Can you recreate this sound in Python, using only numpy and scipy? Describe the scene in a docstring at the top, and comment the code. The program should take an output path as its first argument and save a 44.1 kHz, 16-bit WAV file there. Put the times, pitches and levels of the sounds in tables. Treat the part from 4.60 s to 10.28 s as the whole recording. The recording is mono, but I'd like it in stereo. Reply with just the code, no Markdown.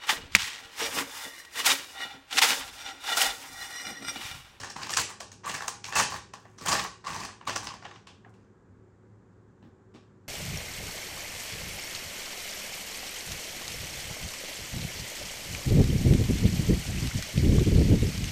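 """A small hard-walled room: a foil snack bag is pulled open and rummaged in.
Creases snap with a bright crack while the panels around them pop, each snap an avalanche of tiny buckles;
panels also swing with a short pitched "wip". Between the snaps, gripping fingers crinkle the small folds
and push the air in the bag, and the hand bumps its soft side. Dense reflections and narrow resonances
ring on behind, over low air noise and the wavering hum of an appliance."""
import sys
import numpy as np
from scipy import signal
from scipy.fft import rfft, irfft
from scipy.io import wavfile
from scipy.ndimage import uniform_filter1d

SR = 44100
rng = np.random.default_rng(int(sys.argv[2]) if len(sys.argv) > 2 else 0)


def wrap_up_sound(samples):
    """Save the sound to the file named by the first command line argument, as 16-bit audio."""
    columns = np.atleast_2d(samples).T
    # keep every value between -1 and 1, then stretch to whole-number steps
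    tamed = np.clip(columns, -1, 1)
    steps = np.round(tamed * 32767).astype(np.int16)
    wavfile.write(sys.argv[1], SR, steps)


N = 250488

PANEL_HZ, PANEL_SPREAD = 1155, 0.3  # usual pitch of a flexing panel; how pitches differ (natural log)
# half widths of the resonances: foil rings for a few milliseconds only
PANEL_WIDTH_HZ, CREASE_WIDTH_HZ = 140, 220


def amp(db):
    """Decibels to gain."""
    return 10 ** (np.asarray(db) / 20)


def unit(x):
    """Scales to energy 1."""
    return x / np.sqrt(np.sum(x ** 2, axis=-1, keepdims=True) + 1e-20)


def read(points, hz):
    """A table's value at hz, on a log-frequency axis."""
    f, value = np.transpose(points)
    return np.interp(np.log(hz + 1), np.log(f + 1), value)


def envelope(points):
    """A (t/s, value) table drawn as straight lines over the whole scene."""
    return np.interp(np.arange(N) / SR, *np.transpose(points))


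def add(mix, s, sound):
    """Mixes a sound in at time s."""
    at = round(s * SR)
    sound = sound[max(-at, 0):]
    part = mix[max(at, 0):][:len(sound)]
    part += sound[:len(part)]


def drift(count):
    """Smooth chance of rms 1 that changes over about count samples."""
    slow = rng.standard_normal(N)
    for _ in range(2):
        slow = uniform_filter1d(slow, count, mode="wrap")
    return slow / slow.std()


def steady(x, size):
    """Holds a random texture near rms 1 over stretches of size samples."""
    return x / np.sqrt(abs(uniform_filter1d(x ** 2, size)) + 1e-9)


def click(spectrum, stretch=1, tilt_db=0, ring=(1000, 100, 0), size=1024):
    """The shortest causal (minimum-phase) click with a given spectrum.

    stretch moves it up in frequency, tilt_db (per octave) brightens the treble,
    ring is a resonance (f/Hz, half width/Hz, level/dB)."""
    hz = abs(np.fft.fftfreq(size, 1 / SR))
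    octaves = np.log2(np.maximum(hz, 2500))  # the tilt starts at 2500 Hz
    tilt = tilt_db * (octaves - octaves[0])
    ring_hz, width_hz, ring_db = ring
    peak = (amp(ring_db) ** 2 - 1) / (1 + ((hz - ring_hz) / width_hz) ** 2)
    gain = np.sqrt(1 + peak) * amp(read(spectrum, hz / stretch) + tilt)
    minimum_phase = np.exp(np.conj(signal.hilbert(np.log(gain))))
    return unit(np.fft.ifft(minimum_phase).real[:size // 2])


# How alike diffuse sound is at the microphone's two ports: (f/Hz, coherence)
LIKENESS = [(60, 0.99), (130, 0.79), (250, 0.87), (500, 0.061), (1000, 0), (2000, 0), (4000, 0)]


def pair(z, hz):
    """Makes two unrelated spectra as alike as diffuse sound is at the two ports."""
    same = read(LIKENESS, hz)
    return np.array([z[0], same * z[0] + np.sqrt(1 - same ** 2) * z[1]])


# Colour of the air noise: (f/Hz, relative level/dB per Hz)
FLOOR = [(25, -13), (45, -11.5), (70, -7.5), (110, -5.5), (135, -6), (200, -8.5), (330, -11), (400, -8),
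         (520, -13.5), (650, -22.5), (800, -19), (1100, -19.5), (1350, -22.5), (1600, -22), (2000, -30.5),
         (2800, -40), (5500, -44), (7300, -38.5), (10000, -57.5), (16000, -76)]
FLOOR_DB = -58


def air_noise():
    """Low air noise: random sound from everywhere, shaped in frequency."""
    hz = np.fft.rfftfreq(N, 1 / SR)
    spectra = pair(rfft(rng.standard_normal((2, N))), hz)
    air = irfft(spectra * amp(read(FLOOR, hz)), N)
    return amp(FLOOR_DB) * np.sqrt(N) * unit(air)


# Lines of the appliance hum: (centre f/Hz, rms level/dB before its waver)
HUM = [(69, -79.5), (105.7, -62.5), (185, -70), (212, -70.5), (258, -77), (371.5, -68)]


def appliance_hum(waver_hz=4.0, waver_db=3.0):
    """Low sine lines whose pitch and level each waver smoothly."""
    hum = np.zeros(N)
    for line_hz, db in HUM:
        turns = np.cumsum(line_hz + waver_hz * drift(count=3000)) / SR
        level = amp(db + waver_db * drift(count=3000))
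        hum += np.sqrt(2) * level * np.sin(2 * np.pi * turns)
    return hum


def facet(spectrum, spread, patchy_db, ring):
    """The click of one small patch of foil: its size shifts the spectrum, its shape favours some bands."""
    hz = np.geomspace(200, 16000, 24)
    favour_db = patchy_db * rng.standard_normal(len(hz))
    own = np.column_stack([hz, read(spectrum, hz) + favour_db])
    return click(own, np.exp(spread * rng.standard_normal()), ring=ring)


# Colour of a snapping crease: (f/Hz, relative level/dB per Hz)
CREASE = [(300, -19.5), (900, -11.5), (1900, -4), (2700, -1), (3600, -3), (5200, 2), (6800, 1),
          (8700, -1.5), (11500, -16.5), (15500, -21)]


def crease(ring_db=9):
    """A sharp fold flips over and rings briefly at a pitch of its own."""
    hz = 4500 * 2 ** rng.uniform(-1.1, .8)
    return facet(CREASE, spread=.04, patchy_db=3.5, ring=(hz, CREASE_WIDTH_HZ, ring_db))


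# Colour of a buckling panel: (f/Hz, relative level/dB per Hz)
PANEL = [(200, -18.5), (480, -9), (780, -1.5), (1080, 3), (1320, -4), (1800, 0.5), (2400, -10), (5000, -27),
         (16000, -54)]


def panel(ring_db=12):
    """A wide face of the bag buckles and swings for a few cycles at its own pitch."""
    hz = PANEL_HZ * np.exp(PANEL_SPREAD * rng.standard_normal())
    return facet(PANEL, spread=.15, patchy_db=4.5, ring=(hz, PANEL_WIDTH_HZ, ring_db))


def folds(make_facet, per_s, count=24):
    """A clumped stream of small buckles of all sizes; the stress hops from one patch of foil to the next."""
    size = amp(3.5 * np.minimum(rng.exponential(1, N), 4) + 5 * drift(count=70))
    hits = size * rng.choice([-1, 1], N) * (rng.random(N) < per_s / SR)
    hops = np.cumsum(rng.random(N) < 300 / SR)  # 300 hops a second on average
    patch = rng.integers(0, count, N)[hops]
    stream = sum(signal.oaconvolve(hits * (patch == k), make_facet())[:N] for k in range(count))
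    return steady(stream, size=1100)


# Colour of the air pushed by the bag: (f/Hz, relative level/dB per Hz)
AIR = [(25, -32), (45, -11.5), (65, 5), (90, 4), (160, 5), (280, -6.5), (400, -9.5), (600, -20),
       (1500, -40.5)]


def pushed_air():
    """The bag pushes air: a low rumble of noise at an even level."""
    rumble = signal.oaconvolve(rng.standard_normal(N), click(AIR, size=8192))[:N]
    return steady(rumble, size=1500)


# Short grips of the fingers: (start t/s, length t/s, force: relative level/dB,
# crispness: level/dB more for the fine folds and less for the panels, pushed air: level/dB)
GRIPS = [(-0.01, 0.093, -46, -0.5, -52), (0.163, 0.11, -48, 0, -52.5), (0.296, 0.051, -47.5, 6, -51.5),
         (0.376, 0.039, -34.5, 2, -42), (0.857, 0.11, -44.5, 3.5, -49.5), (0.999, 0.14, -46.5, -3, -60.5),
         (1.253, 0.11, -49.5, 1.5, -57), (1.359, 0.067, -29.5, 1.5, -40), (1.499, 0.072, -45.5, 1.5, -49.5),
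         (1.74, 0.81, -66.5, -3, -70), (2.007, 0.08, -46, -4, -50.5), (2.08, 0.079, -30.5, -1.5, -39),
         (2.16, 0.092, -39.5, -0.5, -47.5), (2.471, 0.18, -40.5, -1, -47), (2.848, 0.12, -56.5, -1, -59),
         (2.877, 0.025, -36.5, 0, -48), (2.917, 0.24, -47, -2.5, -50.5), (3.215, 0.16, -56, -1.5, -60),
         (3.75, 0.11, -75.5, -2, -72.5)]
GRIP_ATTACK_S, GRIP_RELEASE_S, RELAX_DB_PER_S = 0.0065, 0.0063, 23
AIR_ATTACK_S = 0.0062  # rise of the pushed air


def grips():
    """Each grip takes hold, relaxes and lets go. Gives the drive of (fine folds, panels, pushed air)."""
    out = np.zeros((3, N))
    t = np.arange(SR) / SR
    for s, length_s, force_db, crisp_db, air_db in GRIPS:
        hold = amp(-RELAX_DB_PER_S * t) * np.exp(-np.maximum(t - length_s, 0) / GRIP_RELEASE_S)
        foil = hold * np.minimum(t / GRIP_ATTACK_S, 1)
        air = hold * np.minimum(t / AIR_ATTACK_S, 1)
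        add(out[0], s, amp(force_db + crisp_db) * foil)
        add(out[1], s, amp(force_db - crisp_db) * foil)
        add(out[2], s, amp(air_db) * air)
    return out


# Taut foil sparkles more than slack foil: (t/s, treble level/dB of the fine folds)
TAUTNESS = [(0, -15), (.3, 12), (.9, 7), (1.4, 5), (2.1, 6.5), (2.6, 0), (3.0, 3), (3.3, -22), (5.3, -7)]


def crinkle(flex_db=-6.0, top_hz=8500, flex_aim=0.91, detour=13):
    """The fingers keep small folds snapping and panels flexing, and the bag pushes air.

    Gives (left, right, into the room)."""
    fine, flex, air = grips()
    creases = fine * folds(crease, per_s=2200)
    panels = amp(flex_db) * flex * folds(panel, per_s=450)
    treble = signal.butter(2, top_hz, "high", fs=SR, output="sos")
    top = signal.sosfiltfilt(treble, creases)
    body = creases - top + air * pushed_air()
    sparkle = top * amp(envelope(TAUTNESS))
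    direct = body + flex_aim * panels
    # the shortest waves reach the left port by a detour (in samples)
    late_sparkle = np.pad(sparkle, (detour, 0))[:N]
    return np.array([direct + late_sparkle, direct + sparkle, body + panels + sparkle])


# The clearest snaps of the foil: (t/s, crease crack level/dB, panel pop level/dB,
# aim: extra direct level/dB towards the microphone, fall time of the avalanche t/s,
# panel pitch f/Hz, crease pitch f/Hz, how far the crease's pitch stands out
# (or, below 0, is cancelled) level/dB, brightness of the crack dB per octave)
SNAPS = [(0.004, -28.5, -36, -1.5, 0.0055, 1830, 5600, 7, 2),
         (0.035, -33, -30, 1.5, 0.002, 1800, 6330.0, 7, -1),
         (0.046, -31, -32.5, 1.5, 0.0032, 1150, 6370.0, 8, -1),
         (0.103, -28.5, -36.5, 1.5, 0.003, 1740.0, 5600, 14, 1),
         (0.164, -30, -24.5, -2, 0.0034, 1060, 5570, 1, -4),
         (0.22, -29.5, -30, 0, 0.0043, 1180, 4800.0, 1, -5),
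         (0.233, -26, -44.5, 2.5, 0.0021, 1850.0, 4790.0, 8, -6),
         (0.27, -39, -35, 5.5, 0.0037, 1080, 3640.0, 13, 3),
         (0.295, -22.5, -27, -1.5, 0.0031, 1170.0, 5650, 5, -3),
         (0.307, -27, -29, 3, 0.0016, 1180, 5720.0, 11, 0),
         (0.338, -23.5, -35, 7.5, 0.0014, 1810.0, 5700, 8.5, -2.5),
         (0.372, -15.5, -24.5, 7.5, 0.0028, 1250, 7430, 5.5, 0),
         (0.389, -27.5, -28.5, 10.5, 0.0045, 1420, 5400.0, 4, -5),
         (0.399, -25.5, -40, 8, 0.0024, 1060, 4275, 14, 4),
         (0.496, -31.5, -30, -1.5, 0.011, 1120.0, 7360.0, -7, 7),
         (0.606, -26.5, -31.5, 0, 0.0027, 645, 5160, 3, -0.5),
         (0.719, -34.5, -44, 0, 0.0014, 1570, 6440, 11, 0),
         (0.843, -28.5, -23.5, -7.5, 0.014, 1130, 6130.0, 11, -8),
         (0.878, -34, -27.5, 2.5, 0.0019, 1160.0, 7010.0, 2, 10),
         (0.897, -25, -28, 3.5, 0.0022, 1880, 7600, -5, -2.5),
         (0.946, -23.5, -26, 2, 0.0062, 1850, 2210.0, 10.5, -0.5),
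         (0.969, -32, -31, -3, 0.0028, 1700.0, 3570.0, 5, 8),
         (1.008, -48, -34, 7, 0.0014, 1170, 4190.0, 6, -2),
         (1.023, -35.5, -31, 6, 0.0025, 1010, 3650.0, 12, 2.5),
         (1.039, -49, -38.5, -3, 0.0013, 1210, 2210.0, 7, -6),
         (1.082, -21, -28.5, 6, 0.0014, 1020, 6360, 7, 3),
         (1.244, -24.0, -36.5, 0.5, 0.0016, 1610, 5700, 7, -4),
         (1.285, -38.5, -35, 5.5, 0.0012, 1040, 6720.0, 15, 1),
         (1.326, -23, -22, -4, 0.0025, 1800, 3420, 1, -6),
         (1.357, -13.5, -20, -1.5, 0.0024, 1170, 6300, 6, 5),
         (1.364, -15.5, -12.5, -3, 0.0062, 1680, 2600, 14, 6),
         (1.384, -11.5, -18, -2, 0.009, 795, 6560, 10, 1),
         (1.399, -21, -21, 9, 0.0049, 1240, 6630.0, -3, -1.5),
         (1.523, -33.5, -26, 2, 0.0026, 925, 5480.0, 17, 0),
         (1.542, -37, -31.5, 3.5, 0.002, 955, 4490.0, 16, 1),
         (1.561, -51, -37, 6, 0.0015, 1120, 7490.0, 7.5, 4),
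         (1.738, -35, -33.5, 3.5, 0.0012, 1000, 5800, 4, -4),
         (1.855, -66, -44.5, 4.5, 0.0029, 714, 2220, 17, -8),
         (1.986, -34.5, -41, 0, 0.005, 1190, 5800, 12, -1.5),
         (2.014, -34.5, -45, 0.5, 0.0016, 1210.0, 4930.0, 13, -1),
         (2.062, -19.5, -20.5, -1, 0.0039, 1150, 4870, 7, 8.5),
         (2.073, -20.5, -24.5, 0.5, 0.0032, 1180, 3130, 14, 0),
         (2.088, -18.5, -23.5, 5, 0.005, 1090, 6470.0, 1, 1),
         (2.118, -24, -26, 6.5, 0.003, 1140, 4850, 11, -3),
         (2.127, -14, -15.5, 2, 0.007, 1170, 5000, 11, 1),
         (2.153, -31, -24.5, 6, 0.003, 1770, 5500, 9.5, -2),
         (2.196, -25.5, -28, 7.5, 0.0027, 1160.0, 7120.0, -8, -3.5),
         (2.25, -46.0, -31.5, 7, 0.0022, 1070, 5760.0, 8, -7),
         (2.448, -38.0, -33, 1, 0.01, 1120.0, 3830, 12, -2),
         (2.47, -26, -27.5, -0.5, 0.0081, 1130, 4890.0, 7, -4.5),
         (2.482, -35, -26.5, -0.5, 0.0012, 1150.0, 4910.0, 3.5, -1),
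         (2.546, -27, -27.5, -2.5, 0.003, 1240, 5880.0, 12, 3),
         (2.604, -35, -39, 5, 0.0026, 1100, 4070.0, 9, 2),
         (2.636, -30, -30.5, 0, 0.003, 1040.0, 4730, 5.5, 3),
         (2.652, -28.5, -39, -0.5, 0.0017, 1190, 4570.0, 4, 1),
         (2.691, -41, -33.5, -0.5, 0.0015, 1150, 5680.0, 8, -10),
         (2.813, -46.5, -40, 5, 0.0017, 990, 2390.0, 15.5, -9),
         (2.876, -22, -22.5, -0.5, 0.0054, 1190, 3970, 6, -3.5),
         (2.885, -33, -25.5, 1, 0.0012, 990, 5000, 4.5, -2.5),
         (2.897, -35, -32.5, 8, 0.003, 1110, 5860.0, 10, -5),
         (2.962, -20, -24, 3.5, 0.004, 1150, 5900, 8.5, 0),
         (3.032, -32.5, -31, -3, 0.0018, 1160, 5820.0, 6, 4),
         (3.045, -31.5, -52, -0.5, 0.0022, 1210.0, 6100.0, 5, 2),
         (3.072, -26, -31.5, 2.5, 0.0024, 1020, 5030, 10.5, -6),
         (3.14, -45, -36.5, 3, 0.0018, 1020, 5080.0, 1.6667, -1),
         (3.226, -45, -34.5, -4, 0.002, 1020.0, 7280.0, 5.5, -8),
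         (3.253, -39.5, -35, 6, 0.0059, 790, 3120, 4.5, -12),
         (3.313, -49, -43.5, 7.5, 0.002, 1010, 3900.0, 6, -10),
         (3.36, -48.5, -51, 7, 0.0026, 1210, 2920.0, 5.5, -12),
         (3.472, -36, -39.5, -2, 0.0014, 1060, 3400, 9.5, -6),
         (3.649, -62.5, -42, -3, 0.002, 1395, 2490.0, 9.5, -6),
         (3.695, -63.5, -64.0, 3.5, 0.001, 780.0, 8500, 6.5, 6.5),
         (3.742, -55.5, -58.5, 0, 0.0052, 1079, 2590.0, 9.5, -1.5),
         (5.028, -55, -49, -2.5, 0.0024, 730.0, 3590, 11.5, -9),
         (5.342, -52, -57, -3, 0.0015, 1200, 5500, 3, -5),
         (5.349, -43, -45, -5.5, 0.0026, 850, 3620, 9.5, -7.5)]
PANEL_RING_DB, BUCKLES_PER_S = 9, 6000  # how far a panel's pitch stands out; density of an avalanche


def snaps(rise_share=0.83, lead=0.22, own_share=0.94, settle_share=0.61, settle_s=0.019):
    """Each snap is an avalanche of tiny buckles around one main one. 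Gives (left, right, into the room)."""
    out = np.zeros((3, N))
    t = np.arange(-350, 1100) / SR
    usual_pop = click(PANEL, ring=(PANEL_HZ, PANEL_WIDTH_HZ, PANEL_RING_DB / 2))
    for s, crack_db, pop_db, aim_db, length_s, panel_hz, crease_hz, ring_db, tilt_db in SNAPS:
        swell = np.exp(np.where(t < 0, t / rise_share, -t) / length_s)
        # a few stray buckles follow while the foil settles
        strays = (t > 0) * (rng.random(len(t)) < 700 / SR) * np.exp(-t / settle_s)
        chance = rng.standard_normal((4, len(t)))
        flips = rng.random(len(t)) < BUCKLES_PER_S / SR
        buckles = unit(chance * flips * swell) + settle_share * unit(chance * strays)
        main = lead * (t == 0)
        # short waves reach the two ports differently, long ones alike
        cracks = buckles[0] + own_share * buckles[1:3] + main
        pops = buckles[[3, 3]] + main
        crack = click(CREASE, tilt_db=tilt_db, ring=(crease_hz, CREASE_WIDTH_HZ, ring_db))
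        pop = click(PANEL, ring=(panel_hz, PANEL_WIDTH_HZ, PANEL_RING_DB))
        usual_crack = click(CREASE, tilt_db=tilt_db)
        layers = [(cracks, crack, usual_crack, crack_db), (pops, pop, usual_pop, pop_db)]
        for drive, body, usual, db in layers:
            for ear, sound in zip(out, unit(signal.fftconvolve(drive, body[None], axes=1))):
                add(ear, s + t[0], amp(db + aim_db) * sound)
            # over all directions the buckles' interference evens out: the room gets one click, less coloured
            add(out[2], s, amp(db) * unit(body + usual))
    return out * np.sqrt(SR / 1000)  # levels count as rms over 1 ms


# Colour of a bump of the hand: (f/Hz, relative level/dB per Hz)
BUMP = [(60, -26.5), (140, 2.5), (250, 6), (420, -6), (700, -14), (2000, -43)]
# Dull bumps of the hand on the bag: (t/s, level/dB, its energy counted as rms over 1 ms)
BUMPS = [(0.026, -57), (0.162, -36), (2.013, -38), (3.075, -47), (3.25, -49), (3.665, -46), (5.028, -43),
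         (5.052, -40.5), (5.074, -43), (5.348, -39)]


def bumps():
    """The hand meets the bag's soft side: a short low push."""
    out = np.zeros(N)
    for s, db in BUMPS:
        add(out, s, amp(db) * click(BUMP, size=2048))
    return out * np.sqrt(SR / 1000)


# Pitched swings of the panels, a short "wip", alone or together with a snap:
# (t/s, level/dB, pitch f/Hz, swell t/s)
FLEXES = [(0.296, -41, 1162, 0.0028), (0.333, -33.5, 1784, 0.0022), (0.408, -35.5, 1002, 0.0017),
          (0.619, -44.5, 1113, 0.0027), (0.869, -32.5, 1130, 0.0023), (0.879, -32, 1161, .0025),
          (0.94, -41, 1134, 0.0055), (1.007, -39, 1767, 0.0016), (1.298, -44, 1082, 0.002),
          (1.362, -24.5, 2650, 0.0026), (1.392, -28.5, 843, .002), (1.512, -47, 1013, 0.0026),
          (1.552, -46, 1112, 0.0027), (2.017, -46, 1200, 0.0028), (2.237, -39, 1130, 0.0022),
          (2.251, -31.5, 1098, 0.0028), (2.47, -32, 1124, 0.0029), (2.526, -43, 1190, 0.0036),
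          (2.557, -40, 1093, 0.0023), (2.564, -35, 897, 0.0027), (2.607, -37.5, 1055, .002),
          (2.617, -37, 1122, 0.002), (2.654, -44, 1758, 0.0015), (2.875, -31.5, 1142, .003),
          (3.029, -42.5, 936, 0.0013), (3.108, -40.5, 1130, .003), (3.12, -39.5, 1085, 0.0019),
          (3.649, -54, 1822, 0.0013), (3.665, -51, 751, 0.0028), (5.363, -55, 1204, .002)]


def flexes(sag=0.027, release=1.388, overtone_db=-17, overtone=1.62, room_db=-6):
    """A panel swings for a few cycles, swelling and fading while its pitch sags.

    Gives (left, right, into the room)."""
    out = np.zeros(N)
    t = np.arange(-700, 1000) / SR
    for s, db, hz, swell_s in FLEXES:
        age = t / swell_s
        swell = np.exp(-.5 * np.where(age < 0, age, age / release) ** 2)
        turns = np.cumsum(hz * (1 - sag * np.tanh(age))) / SR + rng.random()
        swing = np.sin(2 * np.pi * turns) + amp(overtone_db) * np.sin(2 * np.pi * overtone * turns)
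        add(out, s + t[0], np.sqrt(2) * amp(db) * swell * swing)
    return np.array([out, out, amp(room_db) * out])


# Decay of the room's reflections: (f/Hz, 60 dB decay t/s)
ROOM_T60 = [(80, 0.76), (250, 0.32), (700, 0.31), (1700, 0.36), (4500, 0.38), (8000, 0.37), (15000, 0.054)]
# Strength of the room's reflections: (f/Hz, level/dB)
ROOM_LEVEL = [(100, -10), (400, 8), (1000, -1), (2000, 4.5), (3200, 2.5), (8000, -3), (15000, -6.5)]


def reflections(build_cycles=0.72, count=8):
    """Dense reflections, one in count samples, that die band by band; the bass builds up slowly."""
    taps = rng.choice([-1., 1.], (2, SR)) * (rng.random((2, SR)) < 1 / count)
    hz, t, z = signal.stft(taps, SR, nperseg=512)
    hz = hz[:, None]
    decay = amp(-60 * t / read(ROOM_T60, hz))
    build = 1 - np.exp(-t * (hz + 40) / build_cycles)
    bands = pair(z, hz) * unit(decay * build) * amp(read(ROOM_LEVEL, hz))
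    tail = signal.istft(bands, SR, nperseg=512)[1][:, :SR]
    return tail * np.sqrt(count / (t[1] * SR))


# Narrow resonances of the room and the things in it: (f/Hz, relative level/dB, 60 dB decay t/s)
RINGS = [(67, -19, .6), (817, -5, .45), (938, -15, .45), (1003, -17, .45), (1137, -8, .4), (1534, -15, .45),
         (1675, -16, .45), (1809, -11, .45), (1840, -14, .45), (1892, -11, .45), (2631, -13, .45),
         (2870, -17, .45), (6640, -12, .4)]


def resonances(rings_db=-18.0):
    """Fixed modes ring as decaying sines, with a different phase at each port."""
    t = np.arange(SR) / SR
    rings = np.zeros((2, SR))
    for hz, db, t60 in RINGS:
        phase = rng.random() + rng.random((2, 1)) / 3
        ringing = np.sin(2 * np.pi * (hz * t + phase)) * amp(-60 * t / t60)
        rings += amp(db + rings_db) * unit(ringing)
    return rings


# How well the bag, as it is moved about, drives the resonances: (t/s, level/dB)
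RING_DRIVE = [(0.4, -4), (0.9, -3.5), (1.4, 3.5), (2.101, 1), (2.55, -2), (3.0, -4.5)]


def room(x, gap_s=.003):
    """The reflections change as the foil's faces turn; a few resonances stay put and stand out."""
    # three reflection patterns trade places, their total power held even
    facing = unit(np.transpose([drift(count=4000) for _ in range(3)])).T
    paths = [(x * amp(envelope(RING_DRIVE)), resonances())]
    paths += [(x * share, reflections()) for share in facing]
    wet = sum(signal.fftconvolve(sound[None], tail, axes=1) for sound, tail in paths)
    return np.pad(wet, ((0, 0), (round(gap_s * SR), 0)))[:, :N]


def scene(left_db=-0.28):
    """The bag is a little to the left: its direct sound reaches that port first, by two samples."""
    left, right, spread = snaps() + flexes() + crinkle() + bumps()
    late_right = np.pad(right, (2, 0))[:N]
    near = np.array([left * amp(left_db), late_right * amp(-left_db)])
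    return near + room(spread) + air_noise() + appliance_hum()


# Colour of the microphone's two ports: (f/Hz, left minus right level/dB)
PORTS = [(60, 3), (330, 5), (600, 1), (1200, 5), (2000, 2.5), (2900, 3.5), (4200, 7.5), (5500, 13.5),
         (7000, 12), (9800, 0.5), (15000, 0)]
EDGE_HZ = 16300  # upper band limit


def record(dry, low_cut_hz=42):
    """The two ports differ in colour and lose the deepest bass; then the band limit."""
    hz = np.fft.rfftfreq(N, 1 / SR)
    ratio = amp(read(PORTS, hz))
    # the two gains keep the summed power even
    gains = np.array([ratio, np.ones_like(ratio)]) * np.sqrt(2 / (1 + ratio ** 2))
    heard = irfft(rfft(dry) * gains, N)
    low_cut = signal.butter(3, low_cut_hz, "high", fs=SR, output="sos")
    heard = signal.sosfilt(low_cut, heard)
    edge = signal.firwin(255, EDGE_HZ, window=("kaiser", 9), fs=SR)
    return signal.oaconvolve(heard, edge[None], "same")


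dry = scene()
out = record(dry)
wrap_up_sound(out)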